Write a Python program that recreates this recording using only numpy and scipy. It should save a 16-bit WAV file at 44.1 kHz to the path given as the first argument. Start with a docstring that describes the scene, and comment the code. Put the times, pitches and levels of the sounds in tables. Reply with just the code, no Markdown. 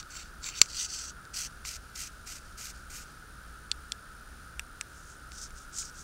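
"""Screwing the cap onto a flashlight

Outdoors, hands screw the end cap onto a metal flashlight in short twists: tiny slips ring the tube and rub.
The loose cap snaps onto its thread once; later the push switch clicks and the grip is wrung tight.
Behind: traffic rumble, a cicada drone and hiss, all shaped noise, and a katydid's whistled trill."""
import sys
import numpy as np
from scipy import signal
from scipy.fft import rfft, irfft
from scipy.io import wavfile

SR = 44100
rng = np.random.default_rng(int(sys.argv[2]) if len(sys.argv) > 2 else 0)


def dump_mix(stems):
    """Bounce the given channels to the path in sys.argv[1] as a 16-bit WAV at rate SR."""
    frames = np.atleast_2d(stems).T  # one column per channel
    limited = np.clip(frames, -1, 1)  # hard clip at full scale
    pcm = np.round(limited * 32767).astype(np.int16)
    wavfile.write(sys.argv[1], SR, pcm)


def voltage_ratio(level):
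    """Linear amplitude factor for a level in decibels (scalar or array-like)."""
    return 10 ** (np.asarray(level, float) / 20)


N = 266319  # samples

# ringing tones of tube and cap, before the hold changes them: pitch_hz, width_hz, level_db
TUBE_MODES = [(1153, 460, -11.5), (2308, 590, -2.5), (2908, 1060, -13), (3710, 480, -1.5), (4550, 600, 1),
              (5390, 350, 2), (6100, 1130, -2.5), (7340, 420, 3.5), (8017, 270, -1), (8960, 600, -19),
              (11220, 1020, -15), (13600, 700, -45), (15500, 690, -9)]
# metal contacts: start_s, peak_db, low_modes_db, middle_modes_db
CONTACTS = [(0.0276, -33, 8, 10), (0.1523, -31, 16, -6), (0.4417, -24, -5, 9), (0.488, -22.5, 14, -2),
            (0.615, 4, 0, -14.5), (0.6157, 2.5, -1, 9.5), (0.6579, -31.5, 12, -2), (0.9873, -26, -4, 2),
            (1.2516, -39, 2, 3), (1.6504, -26, 25, 0), (1.9592, -27.5, 0, 1), (5.3182, -31, 16, 6),
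            (5.5054, -40, 7, -9), (5.7838, -30, -2, -5), (5.825, -33, 12, -2)]


def evened(x):
    """Scales x to an average (rms) level of 1."""
    return x / np.sqrt(np.mean(x ** 2) + 1e-20)


def read(points, hz):
    """Reads a curve of (Hz, value) points along a logarithmic pitch axis."""
    f, value = np.transpose(points)
    return np.interp(np.log(hz + 1), np.log(f + 1), value)


def coloured(x, spectrum):
    """Filters x by the curve (Hz, dB), then evens its level."""
    gain = voltage_ratio(read(spectrum, np.fft.rfftfreq(len(x), 1 / SR)))
    return evened(irfft(rfft(x) * gain, len(x)))


def wander(rate_hz):
    """Slow chance: random values rate_hz times a second, joined by lines."""
    values = rng.standard_normal(size=8000)
    return np.interp(np.arange(N) / SR * rate_hz, np.arange(len(values)), values)


def resonate(x, hz, width_hz):
    """A resonance of gain 1 at a moving pitch: shifts hz down to zero, smooths, and shifts back."""
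    turn = np.exp(2j * np.pi * np.cumsum(hz * np.ones(len(x))) / SR)
    r = np.exp(-np.pi * width_hz / SR)
    smooth = signal.lfilter([1 - r], [1, -r], x / turn)
    return 2 * (turn * smooth).real


def grip(hz, low_db, middle_db, top_db):
    """How the hold lifts or damps the low, middle and top of the spectrum."""
    # points: Hz, share of the band's dB that applies there
    low = read([(2700, 0.58), (3300, 0.0066)], hz)
    middle = read([(2700, 0.0055), (3300, 0.93), (4500, 0.98), (5300, 0.014)], hz)
    top = read([(8500, 0.044), (11000, 0.96)], hz)
    return voltage_ratio(low * low_db + middle * middle_db + top * top_db)


def ring(x, modes, gains, narrow=1):
    """Metal rings in modes, each a double pole that swells before it dies; narrow scales their widths."""
    out = np.zeros(len(x))
    for k, ((hz, width_hz, db), gain) in enumerate(zip(modes, gains)):
        r = np.exp(-np.pi * narrow * width_hz / SR)
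        pole = r * np.exp(2j * np.pi * hz / SR)
        tone = signal.lfilter([(1 - r) ** 2], [1, -2 * pole, pole ** 2], x).real
        out += (-1) ** k * voltage_ratio(db) * gain * tone  # neighbours have opposite signs
    return out


def background():
    """Noise filtered into rumble that swells, a smooth far drone of many cicadas, and leaf and microphone hiss."""
    # traffic rumble: pitch_hz, relative level_db per Hz
    rumble_curve = [(14, -18), (22, 0), (45, -3), (60, 1.5), (78, -9), (100, -14.5), (125, -11.5),
                    (180, -15.5), (250, -19), (500, -24), (1050, -28), (1500, -60)]
    # cicada drone: pitch_hz, relative level_db per Hz
    drone_curve = [(620, -38), (1050, -19), (1110, -18), (1270, -3), (1460, -0.5), (1540, -4.5),
                   (1630, -7.5), (1790, -13.5), (1950, -21.5), (2540, -34), (4290, -120)]
    # drone level over time: time_s, level_db
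    drone_levels = [(0.0, -52), (0.79, -54), (1.24, -51.5), (1.75, -54), (3.2, -53), (6.04, -53)]
    # hiss: pitch_hz, relative level_db per Hz
    hiss_curve = [(600, -12), (1500, -6.5), (2200, 1.5), (5000, 2.5), (7500, -1), (11000, -6), (16000, -8)]
    rumble, drone, hiss = rng.standard_normal((3, N))
    rumble_db = -51 + 0.32 * wander(1.5)
    drone_db = np.interp(np.arange(N) / SR, *np.transpose(drone_levels))
    hiss_db = -60 + 0.53 * wander(7.7)
    return (voltage_ratio(rumble_db) * coloured(rumble, rumble_curve) + voltage_ratio(drone_db) * coloured(drone, drone_curve)
            + voltage_ratio(hiss_db) * coloured(hiss, hiss_curve))


def katydid():
    """Each wing stroke is a thin whistle that arches up and falls."""
    # pace of the trill: time_s, wing strokes done by then
    stroke_count = [(0, .6), (.4, 26.33), (3.6, 231.17), (5.4, 346.43), (6.04, 387.52)]
    # one wing stroke: part of the stroke (0-1), pitch_hz, level_db
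    wing_stroke = [(.17, 9200, -85), (.24, 9300, -62), (.37, 9560, -61), (.52, 9700, -63), (.66, 9500, -63),
                   (.8, 8950, -64), (.88, 8600, -85)]
    # added to the stroke's level over time: time_s, change_db
    trill_levels = [(0, -4), (3, -1.5), (6.04, -1)]
    t = np.arange(N) / SR
    part, hz, db = np.transpose(wing_stroke)
    phase = np.interp(t, *np.transpose(stroke_count)) % 1
    pitch_hz = np.interp(phase, part, hz) + 40 * wander(305)
    level_db = np.interp(phase, part, db) + np.interp(t, *np.transpose(trill_levels)) + 1.4 * wander(60)
    return np.sqrt(2) * voltage_ratio(level_db) * np.sin(2 * np.pi * np.cumsum(pitch_hz) / SR)


def clicks(events, modes, ms):
    """Each click is one firm contact amid ms of light chatter, ringing the modes."""
    out = np.zeros(N)
    luck = rng.random((len(events), 2, 6))  # six light hits a click: when and how strong
    for (start_s, peak_db, *hold_db), (part, size) in zip(events, luck):
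        hits = np.zeros(2000)
        np.add.at(hits, (part * ms * SR / 1000).astype(int), .25 * (2 * size - 1))
        hits[round(.35 * ms * SR / 1000)] += 1  # the firm contact
        sound = ring(hits, modes, [grip(hz, *hold_db) for hz, _, _ in modes])
        start = round(start_s * SR)
        out[start:start + 2000] += voltage_ratio(peak_db) * sound / abs(sound).max()
    return out


def switch_snaps():
    """The push switch snaps: brief contacts ring its dome in the cap."""
    # switch dome in its cap: pitch_hz, width_hz, level_db before the hold changes it
    dome_modes = [(1520, 1170, -10.5), (2570, 740, -1), (3426, 620, 2.5), (4450, 1200, -1), (5640, 680, -2),
                  (7160, 860, -1.5), (7980, 540, -3.5), (9100, 1400, -11), (11800, 910, -34),
                  (13100, 850, -23), (14400, 800, -32)]
    # switch snaps: start_s, peak_db, low_modes_db, middle_modes_db, top_modes_db
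    snaps = [(3.7148, -8, -12, 4, -10.5), (3.9197, -12, -11, -0.5, 2), (4.5943, -15, 10.5, -8, 11),
             (4.8106, -14.5, 1.5, -8, 0)]
    return clicks(snaps, dome_modes, ms=1.9)


def cap_contacts():
    """Metal touches metal: brief contacts ring the tube and cap."""
    top_modes_db = -9
    return clicks([(*row, top_modes_db) for row in CONTACTS], TUBE_MODES, ms=1.6)


def knock():
    """The cap drops home with a dull knock at the hardest contact: a short low ring of the whole body."""
    peak_db, pitch_hz, t60_s = -28, 430, .01  # t60: time to fall by 60 dB
    hardest = max(CONTACTS, key=lambda row: row[1])
    t = np.maximum(np.arange(N) / SR - hardest[0] + .0008, 0)  # sine of zero: silent until then
    return voltage_ratio(peak_db - 60 * t / t60_s) * np.sin(2 * np.pi * pitch_hz * t)


def stroke(now, start, peak, end, peak_db, shape):
    """Power of one hand stroke: it catches and swells, then lets go, in some strokes before reaching its peak."""
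    catch, start_db, end_db, let_go = shape
    db = np.interp(now, [start, peak, end], [start_db, 0, end_db])
    db = db - catch * np.maximum(start - now, 0) - let_go * np.maximum(now - end, 0)
    return voltage_ratio(2 * np.maximum(peak_db + db, -140))  # doubled dB give power


def hands():
    """Level, hollow of the hand and hold over time: the strongest stroke has the say."""
    # fingers hunt for the thread with the cap: start_s, peak_s, end_s, peak_db, hollow_hz (hollow of the hand)
    fumbles = [(-.01, 0, 0.0048, -40, 5500), (0.109, .17, 0.23, -46, 7300), (.23, .25, 0.29, -60, 5000),
               (0.434, 0.463, .5, -39, 7000), (0.561, 0.592, 0.6, -40.5, 7350),
               (0.609, .63, 0.66, -43.5, 6000), (.68, .705, 0.72, -45.5, 5000),
               (.73, .77, 0.804, -38.5, 4600), (0.792, 0.807, 0.857, -32, 6100),
               (0.888, .95, 1.02, -39, 5230), (0.996, 1.04, 1.102, -42, 6000)]
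    # the tilted cap grinds on its rim: start_s, peak_s (here past end_s), end_s, peak_db, hollow_hz
    grind = (.495, 0.8, 0.59, -47, 2250)
    # turns of the cap: start_s, peak_s, end_s, peak_db, back_db (peak as the fingers slide back)
    twists = [(1.342, 1.372, 1.467, -35.5, -64), (1.653, 1.68, 1.765, -39.5, -69),
              (1.956, 1.996, 2.077, -39.5, -66), (2.264, 2.296, 2.385, -43, -59.5),
              (2.577, 2.656, 2.71, -41.5, -59), (2.903, 2.97, 3.036, -46.5, -62)]
    # palms shift and wring the grip, twice letting go before the peak: start_s, peak_s, end_s, peak_db, hollow_hz
    wrings = [(4.88, 4.98, 5.2, -59.5, 6800), (5.077, 5.102, 5.14, -56.5, 6800),
              (5.268, 5.29, 5.2, -56, 7000), (5.33, 5.429, 5.47, -43.5, 6000),
              (5.545, 5.577, 5.65, -52.5, 6400), (5.622, 5.64, 5.6, -58, 6400),
              (5.746, 5.791, 5.83, -35, 6830), (5.83, 5.851, 5.9, -45, 5560), (5.95, 5.99, 6.04, -48, 6500)]
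    # stroke shapes: catch dB per s, start and end dB relative to the peak, let go dB per s
    fumbling, turning, wringing = (898, -6, -5.5, 800), (2000, -4, -5.5, 1300), (600, -10.5, -9, 599)
    # holds: low, middle and top dB, share of ringing metal (later clipped to 0-1), hollow dB
    loose, tilted, seated = (5, 1, -2, .8, -4), (16, -1, -5, .8, 6), (-4, -1, -7, .4, 2)
    first_turn, last_turn = (3, -1.5, -1.5, .12, -2), (3.5, -1.5, 2.5, -0.5, -4)
    sliding, wrung = (3, 1, -10, 0, -4), (-24, -5, -7, 0, 2)
    seated_s = .62  # fumbles that peak from here on have the cap on its thread
    first_turn_hz, last_turn_hz = 5670, 6700  # the hand closes as the cap tightens
    back_after_s, back_s, back_hz = 0.046, .1, 5200  # sliding back: rise, fall, hollow
    top_loss, hollow_loss = .5, .3  # dB lost for each dB the stroke is under its peak

    moves = [(row, fumbling, loose if row[1] < seated_s else seated) for row in fumbles]
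    moves += [(grind, fumbling, tilted)]
    moves += [(row, wringing, wrung) for row in wrings]
    for (start, peak, end, peak_db, back_db), tight in zip(twists, np.linspace(0, 1, len(twists))):
        hz = first_turn_hz + tight * (last_turn_hz - first_turn_hz)
        hold = np.add(first_turn, tight * np.subtract(last_turn, first_turn))
        back_peak = end + back_after_s
        moves += [((start, peak, end, peak_db, hz), turning, hold),
                  ((end, back_peak, back_peak + back_s, back_db, back_hz), wringing, sliding)]

    steps = np.arange(0, N / SR + .002, .001)
    power = np.array([stroke(steps, *row[:4], shape) for row, shape, _ in moves])
    total = power.sum(axis=0)
    settings = np.array([(*row[3:], *hold) for row, _, hold in moves])
    # average of the settings, weighted by power
    peak_db, hz, low_db, middle_db, top_db, metal, hollow_db = settings.T @ power / total
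    slack_db = np.clip(10 * np.log10(total) - peak_db, -20, 0)
    top_db = top_db + top_loss * slack_db
    hollow_db = hollow_db + hollow_loss * slack_db
    curves = np.sqrt(total), hz, low_db, middle_db, top_db, metal, hollow_db
    return [np.interp(np.arange(N) / SR, steps, c) for c in curves]


def twisting():
    """Dense micro-slips of thread and skin: part rings the tube, part is a dry rub in the cupped hand."""
    # palm sliding on knurling: pitch_hz, relative level_db per Hz
    skin_curve = [(1300, -39), (1900, -8.5), (2400, -4.5), (3500, -7), (4500, -1), (6000, -1), (8500, -3),
                  (10200, -11), (12000, -10.5), (15700, -17)]
    level, hollow_hz, *hold_db, metal, hollow_db = hands()

    # about 9000 slips a second, of random size and sign
    size = voltage_ratio(2.0 * np.minimum(rng.exponential(1, N), 5))
    slips = size * rng.choice([-1, 1], N) * (rng.random(N) < 9000 / SR)

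    # the hold filters the rub frame by frame
    hz, t, z = signal.stft(coloured(slips, skin_curve), SR, nperseg=256)
    at = np.minimum((t * SR).astype(int), N - 1)
    held = z * grip(hz[:, None], *(c[at] for c in hold_db))
    rub = signal.istft(held, SR, nperseg=256)[1][:N]

    # the contact point creeps round the thread, so each mode comes and goes
    gains = [grip(hz, *hold_db) * voltage_ratio(3.0 * wander(25)) for hz, _, _ in TUBE_MODES]
    ringing = evened(ring(slips, TUBE_MODES, gains, narrow=0.95))

    metal = np.clip(metal, 0, 1)
    sound = np.sqrt(metal) * ringing + np.sqrt(1 - metal) * rub
    sound += voltage_ratio(hollow_db) * resonate(sound, hollow_hz, 1450)
    clumps_db = 2.04 * wander(300) + 0.97 * wander(60)  # slips come in clumps
    return level * voltage_ratio(clumps_db) * evened(sound)


def ground(x):
    """Scattered short echoes from hands, body and paving: a fading burst of noise as echo pattern."""
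    t = np.arange(SR // 10) / SR
    # starts after 2.2 ms, falls 60 dB in 28 ms
    tail = rng.standard_normal(len(t)) * voltage_ratio(-60 * t / 0.028) * (t > .0022)
    return x + voltage_ratio(-18.5) * signal.oaconvolve(x, tail / np.linalg.norm(tail))[:N]


def scene():
    """Flashlight near, with echoes; insects and traffic far."""
    near = twisting() + knock() + cap_contacts() + switch_snaps()
    return (ground(near) + katydid() + background())[None]


def band_limit(x):
    """A steep low-pass at the top of the band."""
    return signal.sosfilt(signal.butter(12, 17250, fs=SR, output="sos"), x)


def record(dry):
    """Cuts the treble above an edge and clips the loudest snap at full scale."""
    edge_hz = 15790
    edge = signal.firwin(2047, edge_hz, window=("kaiser", 9), fs=SR)
    band = signal.oaconvolve(dry, edge[None], "same")
    return band_limit(np.clip(band, -1, 1))


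dry = scene()
out = record(dry)
dump_mix(out)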